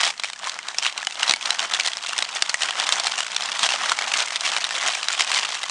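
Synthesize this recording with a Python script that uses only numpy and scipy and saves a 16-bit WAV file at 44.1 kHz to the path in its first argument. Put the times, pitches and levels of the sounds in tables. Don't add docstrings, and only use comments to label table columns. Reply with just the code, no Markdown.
import sys
import numpy as np
from scipy import signal
from scipy.fft import rfft, irfft
from scipy.io import wavfile
from scipy.ndimage import uniform_filter1d, minimum_filter1d, map_coordinates

SR = 44100
rng = np.random.default_rng(int(sys.argv[2]) if len(sys.argv) > 2 else 0)


def int16_out(signal):
    q = np.round(np.clip(np.atleast_2d(signal).T, -1, 1) * 32767)
    wavfile.write(sys.argv[1], SR, q.astype(np.int16))


N = 251678


def amp(db):
    return 10 ** (np.asarray(db) / 20)


def unit(x):
    return x / np.sqrt(np.mean(x ** 2) + 1e-20)


def along(points, hz):
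    point_hz, values = np.transpose(points)
    return np.interp(np.log(hz + 1), np.log(point_hz + 1), values)


def wobble(rate):
    knots = rng.standard_normal(int(N * rate / SR) + 4)
    return map_coordinates(knots, [np.arange(N) * rate / SR])


def coloured(x, gain_db, size=2048):
    level_db = gain_db(np.fft.rfftfreq(size, 1 / SR))
    cepstrum = irfft(np.log(amp(level_db) + 1e-6))
    cepstrum[1:size // 2] *= 2
    cepstrum[size // 2 + 1:] = 0
    response = irfft(np.exp(rfft(cepstrum)))
    return signal.fftconvolve(x, response)[:len(x)]


def noise(spectrum):
    return unit(coloured(rng.standard_normal(N), lambda hz: along(spectrum, hz), size=8192))


def add(track, s, sound):
    part = track[max(round(s * SR), 0):][:len(sound)]
    part += sound[:len(part)]


# frequency in Hz, relative level in dB.
FLOOR_SPECTRUM = [(25, -3), (32, -2), (39, -6), (50, -7), (90, -5), (200, 2), (600, -4), (2000, -13),
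                  (10000, -21.5)]
FLOOR_DB = -63


def quiet_floor():
    return amp(FLOOR_DB) * noise(FLOOR_SPECTRUM)


# time in seconds, fine crinkling level in dB.
GRIP = [(0.0, -44), (0.38, -46), (0.78, -39), (1.13, -40.5), (1.55, -35), (2.0, -37.5), (2.35, -34.5),
        (2.57, -38.5), (3.0, -35.5), (3.24, -34.5), (3.4, -34.5), (3.6, -29.5), (3.95, -35), (5.0, -33),
        (5.7, -33)]
# start in seconds, length in seconds,
# fine crinkling level in dB, flexing level of the broad sheet in dB.
PULLS = [(0.01, 0.08, -23.5, -28.5), (0.245, 0.023, -36, -49), (0.433, 0.042, -35.5, -34.5),
         (0.54, 0.032, -41, -37), (0.648, 0.065, -47, -38.5), (0.84, .05, -25.5, -39),
         (0.97, 0.034, -40, -38), (1.191, .12, -29, -30.5), (1.46, 0.073, -35, -33),
         (1.602, 0.054, -29.5, -29), (1.71, 0.1, -33, -34.5), (1.857, 0.016, -27.5, -33),
         (2.131, 0.11, -40.5, -36), (2.359, 0.017, -31, -34), (2.489, 0.058, -41, -39.5),
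         (2.616, 0.085, -29.5, -32.5), (2.756, .25, -29, -31), (3.057, 0.013, -27, -27.5),
         (3.119, 0.054, -32, -36), (3.184, .012, -30, -33), (3.401, 0.11, -35, -34.5),
         (3.621, 0.04, -22.5, -28.5), (3.699, 0.053, -28, -32), (3.795, 0.13, -28.5, -29),
         (3.985, 0.11, -31.5, -32), (4.129, 0.097, -25.5, -28.5), (4.323, 0.037, -27.5, -33.5),
         (4.449, 0.032, -25, -32.5), (4.52, 0.063, -29.5, -31.5), (4.625, 0.024, -27.5, -33.5),
         (4.726, 0.17, -29.5, -38), (4.843, 0.049, -23.5, -25), (4.916, 0.033, -26.5, -38),
         (5.118, 0.0087, -24, -40), (5.199, 0.024, -23, -32.5), (5.29, 0.063, -26.5, -33.5),
         (5.37, .025, -22, -30), (5.425, .03, -26.5, -33), (5.49, .085, -30, -39)]
GRIP_SHEET_DB = -3
ATTACK_S, RELEASE_S = 0.018, 0.016


def hands():
    t = np.arange(N) / SR
    grip_db = np.interp(t, *np.transpose(GRIP))
    power = amp([grip_db, grip_db + GRIP_SHEET_DB]) ** 2
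    for s, length, *levels_db in PULLS:
        before, after = np.maximum(s - t, 0), np.maximum(t - s - length, 0)
        shape = np.exp(-before / ATTACK_S - after / RELEASE_S)
        power = power + np.outer(amp(levels_db), shape) ** 2
    return 10 * np.log10(power)


def facet(hz, spectrum, t60, rise, focus_db, octaves, ring_db, ring_t60, size=1024):
    t = np.arange(size) / SR
    swell = 1 - np.exp(-(t / rise) ** 2)
    waves = swell * amp(-60 * t / t60) * rng.standard_normal(size)
    ring = swell * amp(-60 * t / ring_t60) * np.sin(2 * np.pi * (hz * t + rng.random()))

    def colour(f):
        distance = np.log2((f + 1) / hz) / octaves
        return along(spectrum, f) + focus_db / (1 + distance ** 2)

    return unit(coloured(unit(waves) + amp(ring_db) * unit(ring), colour))


RING_OUTLASTS = 2.8


def swarm(spectrum, centre_hz, rate, spread_db, t60, ring_db, slide_db, count=48):
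    clicks = np.zeros(N)
    for hz in centre_hz * np.exp(0.688 * np.linspace(-1, 1, count)):
        at = rng.integers(0, N, int(rate * N / SR / count))
        sizes_db = spread_db * np.clip(rng.standard_normal(len(at)), -2, 2)
        sizes = amp(sizes_db) * rng.choice([-1, 1], len(at))
        click = facet(hz, spectrum, t60=t60, rise=0.00014, focus_db=4, octaves=0.44,
                      ring_db=ring_db, ring_t60=RING_OUTLASTS * t60)
        clicks += signal.oaconvolve(np.bincount(at, sizes, N), click)[:N]
    both = unit(clicks) + amp(slide_db) * noise(spectrum)
    local_power = np.abs(uniform_filter1d(both ** 2, size=1300))
    return both / np.sqrt(local_power + 1e-6)


# frequency in Hz, relative level in dB.
CRINKLE_SPECTRUM = [(300, -53), (1000, -5.5), (1900, -1.5), (3100, 2), (4500, -2.5), (6500, -6),
                    (8500, -11), (10200, -19)]
SHEET_SPECTRUM = [(60, -55), (200, -28), (450, -13.5), (720, 0.5), (1200, 2), (1700, -1), (2400, -9),
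                  (5000, -42)]
BOX_SPECTRUM = [(40, -25), (85, -9.5), (140, -9), (200, 2), (320, 0), (480, 3.5), (900, -32.5)]
GLOSS_SPECTRUM = [(1500, -50), (3500, -7), (6000, 3.5), (8500, -0.5), (10200, -15.5)]


def crumple(crinkle_db, sheet_db):
    slips = np.tanh(wobble(170))
    crinkle = swarm(CRINKLE_SPECTRUM, centre_hz=3680, rate=480, spread_db=2.5, t60=0.0085,
                    ring_db=-12.5, slide_db=-9.5)
    sheet = swarm(SHEET_SPECTRUM, centre_hz=1121, rate=450, spread_db=6.5, t60=0.009,
                  ring_db=-16, slide_db=-5.5)
    crinkle *= amp(crinkle_db + 3.43 * slips - 0.64)
    sheet *= amp(sheet_db + 3.6 * slips - 1.74)
    box = amp(sheet_db - 25.5) * noise(BOX_SPECTRUM)
    whisper_db = 0.66 * crinkle_db - 24.0 + 3.3 * wobble(14) + 3.7 * slips
    whisper = amp(whisper_db) * noise(GLOSS_SPECTRUM)
    return crinkle + sheet + box + whisper


# start in seconds, rms level in dB over the first 5 ms, note of the flipping facet in Hz.
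SNAPS = [(0.0044, -18, 3250), (0.0329, -16.5, 3100), (0.0747, -24, 2400), (0.1964, -24, 3980),
         (0.2357, -20, 2360), (0.2437, -21.5, 2260), (0.2996, -27, 3750), (0.3326, -27, 3030),
         (0.3907, -35.5, 6850), (0.4712, -22, 1060), (0.4949, -22, 3650), (0.5893, -24.5, 2110),
         (0.6297, -34, 2910), (0.685, -23, 3800), (0.7843, -15, 5400), (0.8254, -21.5, 3130),
         (0.849, -20, 2800), (0.8642, -15, 2890), (0.977, -21.5, 3340), (1.0282, -24.5, 1710),
         (1.07, -17, 2990), (1.23, -12.5, 2870), (1.2779, -18, 4100), (1.2951, -10, 3880),
         (1.3093, -8.5, 3940), (1.32, -21, 3700), (1.337, -14, 2240), (1.4106, -27, 2600),
         (1.426, -25, 3350), (1.4562, -18.5, 4230), (1.505, -11, 3980), (1.593, -16.5, 3070),
         (1.6274, -23.5, 3070), (1.737, -14.5, 3980), (1.7461, -17, 3460), (1.7986, -15, 2305),
         (1.808, -20, 4220), (1.8615, -19, 3170), (1.8737, -18, 4140), (1.933, -23, 3320),
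         (1.9698, -23, 5200), (2.093, -23, 2750), (2.1317, -21.5, 2780), (2.1796, -18.5, 5330),
         (2.1874, -16.5, 3550), (2.2237, -16, 3800), (2.3611, -23, 3440), (2.4222, -9, 4810),
         (2.494, -17, 4400), (2.5421, -14.5, 1930), (2.6192, -16.5, 3010), (2.6322, -17, 2720),
         (2.7075, -19.5, 3300), (2.7994, -16.5, 3430), (2.8903, -16, 3520), (2.923, -12, 3820),
         (2.9975, -17, 4540), (3.0436, -22.5, 3180), (3.069, -15, 4250), (3.1196, -22, 3110),
         (3.2046, -17.5, 2900), (3.3177, -26.5, 3300), (3.3638, -15, 3580), (3.4077, -23.5, 3140),
         (3.4213, -22.5, 3980), (3.5172, -21.5, 3280), (3.5922, -18, 3620), (3.6311, -14, 3300),
         (3.6894, -17, 2710), (3.895, -18, 3800), (3.9179, -13.5, 1356), (3.9884, -17.5, 2190),
         (4.021, -20, 2220), (4.1177, -19.5, 2870), (4.1386, -15.5, 2830), (4.2032, -17, 3360),
         (4.3583, -18, 3660), (4.4081, -21, 3960), (4.466, -22, 3250), (4.5651, -17.5, 2300),
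         (4.6422, -17.5, 3800), (4.708, -22, 1830), (5.0295, -21, 2780), (5.0846, -15, 3880),
         (5.207, -12, 3040), (5.3166, -16, 2700), (5.346, -18.5, 4120), (5.3767, -19.5, 2080),
         (5.6323, -22, 3840), (5.6963, -22.5, 4040)]
# frequency in Hz, relative level in dB.
CREASE_SPECTRUM = [(40, -43.5), (120, -28.5), (250, -24), (330, -13.5), (450, -14), (700, -1), (1200, -0.5),
                   (3000, -1), (5500, -2.5), (8500, -6), (10200, -17.5)]
SNAP_T60_S, SNAP_RISE_S = 0.014, 0.00025


def snaps(creases):
    out = np.zeros(N)
    head = round(0.005 * SR)
    for s, db, hz in creases:
        length_chance, rise_chance = rng.standard_normal(2)
        snap = facet(hz, CREASE_SPECTRUM, t60=SNAP_T60_S * np.exp(0.39 * length_chance),
                     rise=SNAP_RISE_S * np.exp(0.5 * rise_chance), focus_db=6.5, octaves=0.91,
                     ring_db=-11, ring_t60=55 / hz)
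        head_rms = np.sqrt(np.mean(snap[:head] ** 2))
        add(out, s, amp(db) * snap / head_rms)
    return out


CREASES_PER_S = 28
CREASE_DB, CREASE_SPREAD_DB = -6, 1.23
CREASE_GROWS = 0.63
CREASE_HZ, CREASE_OCTAVES = 3120, 0.535


def lesser_creases(crinkle_db):
    count = int(CREASES_PER_S * N / SR)
    at = rng.integers(0, N, count)
    size, note = rng.standard_normal((2, count))
    db = CREASE_DB + CREASE_GROWS * crinkle_db[at] + CREASE_SPREAD_DB * size
    hz = CREASE_HZ * 2 ** (CREASE_OCTAVES * note)
    return np.transpose([at / SR, db, hz])


# start in seconds, level in dB before onset and decay, pitch in Hz, t60 in seconds.
BUMPS = [(1.071, -18.5, 743, 0.028), (1.296, -28, 220, 0.022), (1.309, -26, 343, 0.025),
         (1.338, -26, 307, 0.016), (3.629, -29, 226, 0.025), (3.63, -23, 680, 0.037),
         (3.917, -13, 1090, 0.021), (4.752, -33, 528, 0.077)]


def bumps():
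    out = np.zeros(N)
    t = np.arange(SR // 5) / SR
    for s, db, hz, t60 in BUMPS:
        onset = 1 - np.exp(-t / 0.0012)
        add(out, s, amp(db - 60 * t / t60) * onset * np.sin(2 * np.pi * hz * t))
    return out


# frequency in Hz, t60 in seconds.
ROOM_T60 = [(150, 0.78), (1000, 0.17), (4000, 0.15), (10000, 0.18)]


def room(x):
    hz, t, z = signal.stft(rng.standard_normal(SR // 2), SR, nperseg=256)
    decay = amp(-60 * t / along(ROOM_T60, hz)[:, None])
    tail = signal.istft(z * decay, SR, nperseg=256)[1]
    delay = np.zeros(round(0.005 * SR))
    return signal.fftconvolve(x, np.concatenate([delay, tail / np.linalg.norm(tail)]))[:N]


def scene():
    crinkle_db, sheet_db = hands()
    near = crumple(crinkle_db, sheet_db) + bumps()
    near = near + snaps(SNAPS) + snaps(lesser_creases(crinkle_db))
    return (near + amp(-20.5) * room(near) + quiet_floor())[None]


def lowpass(x, edge_hz):
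    taps = signal.firwin(161, edge_hz, window=("kaiser", 6), fs=SR)
    return signal.fftconvolve(x, taps[None], mode="same", axes=1)


# frequency in Hz, gain in dB.
TREBLE_LIMIT = [(10300, 0), (11000, -28), (11800, -20), (12700, -42), (16000, -45)]
CEILING_DB = -2
TOP_HZ = 15900


def record(dry):
    heard = coloured(dry[0], lambda hz: along(TREBLE_LIMIT, hz))
    needed = np.minimum(1, amp(CEILING_DB) / (np.abs(heard) + 1e-9))
    gain = uniform_filter1d(minimum_filter1d(needed, size=31), size=31)
    return lowpass((gain * heard)[None], edge_hz=TOP_HZ)


dry = scene()
out = record(dry)
int16_out(out)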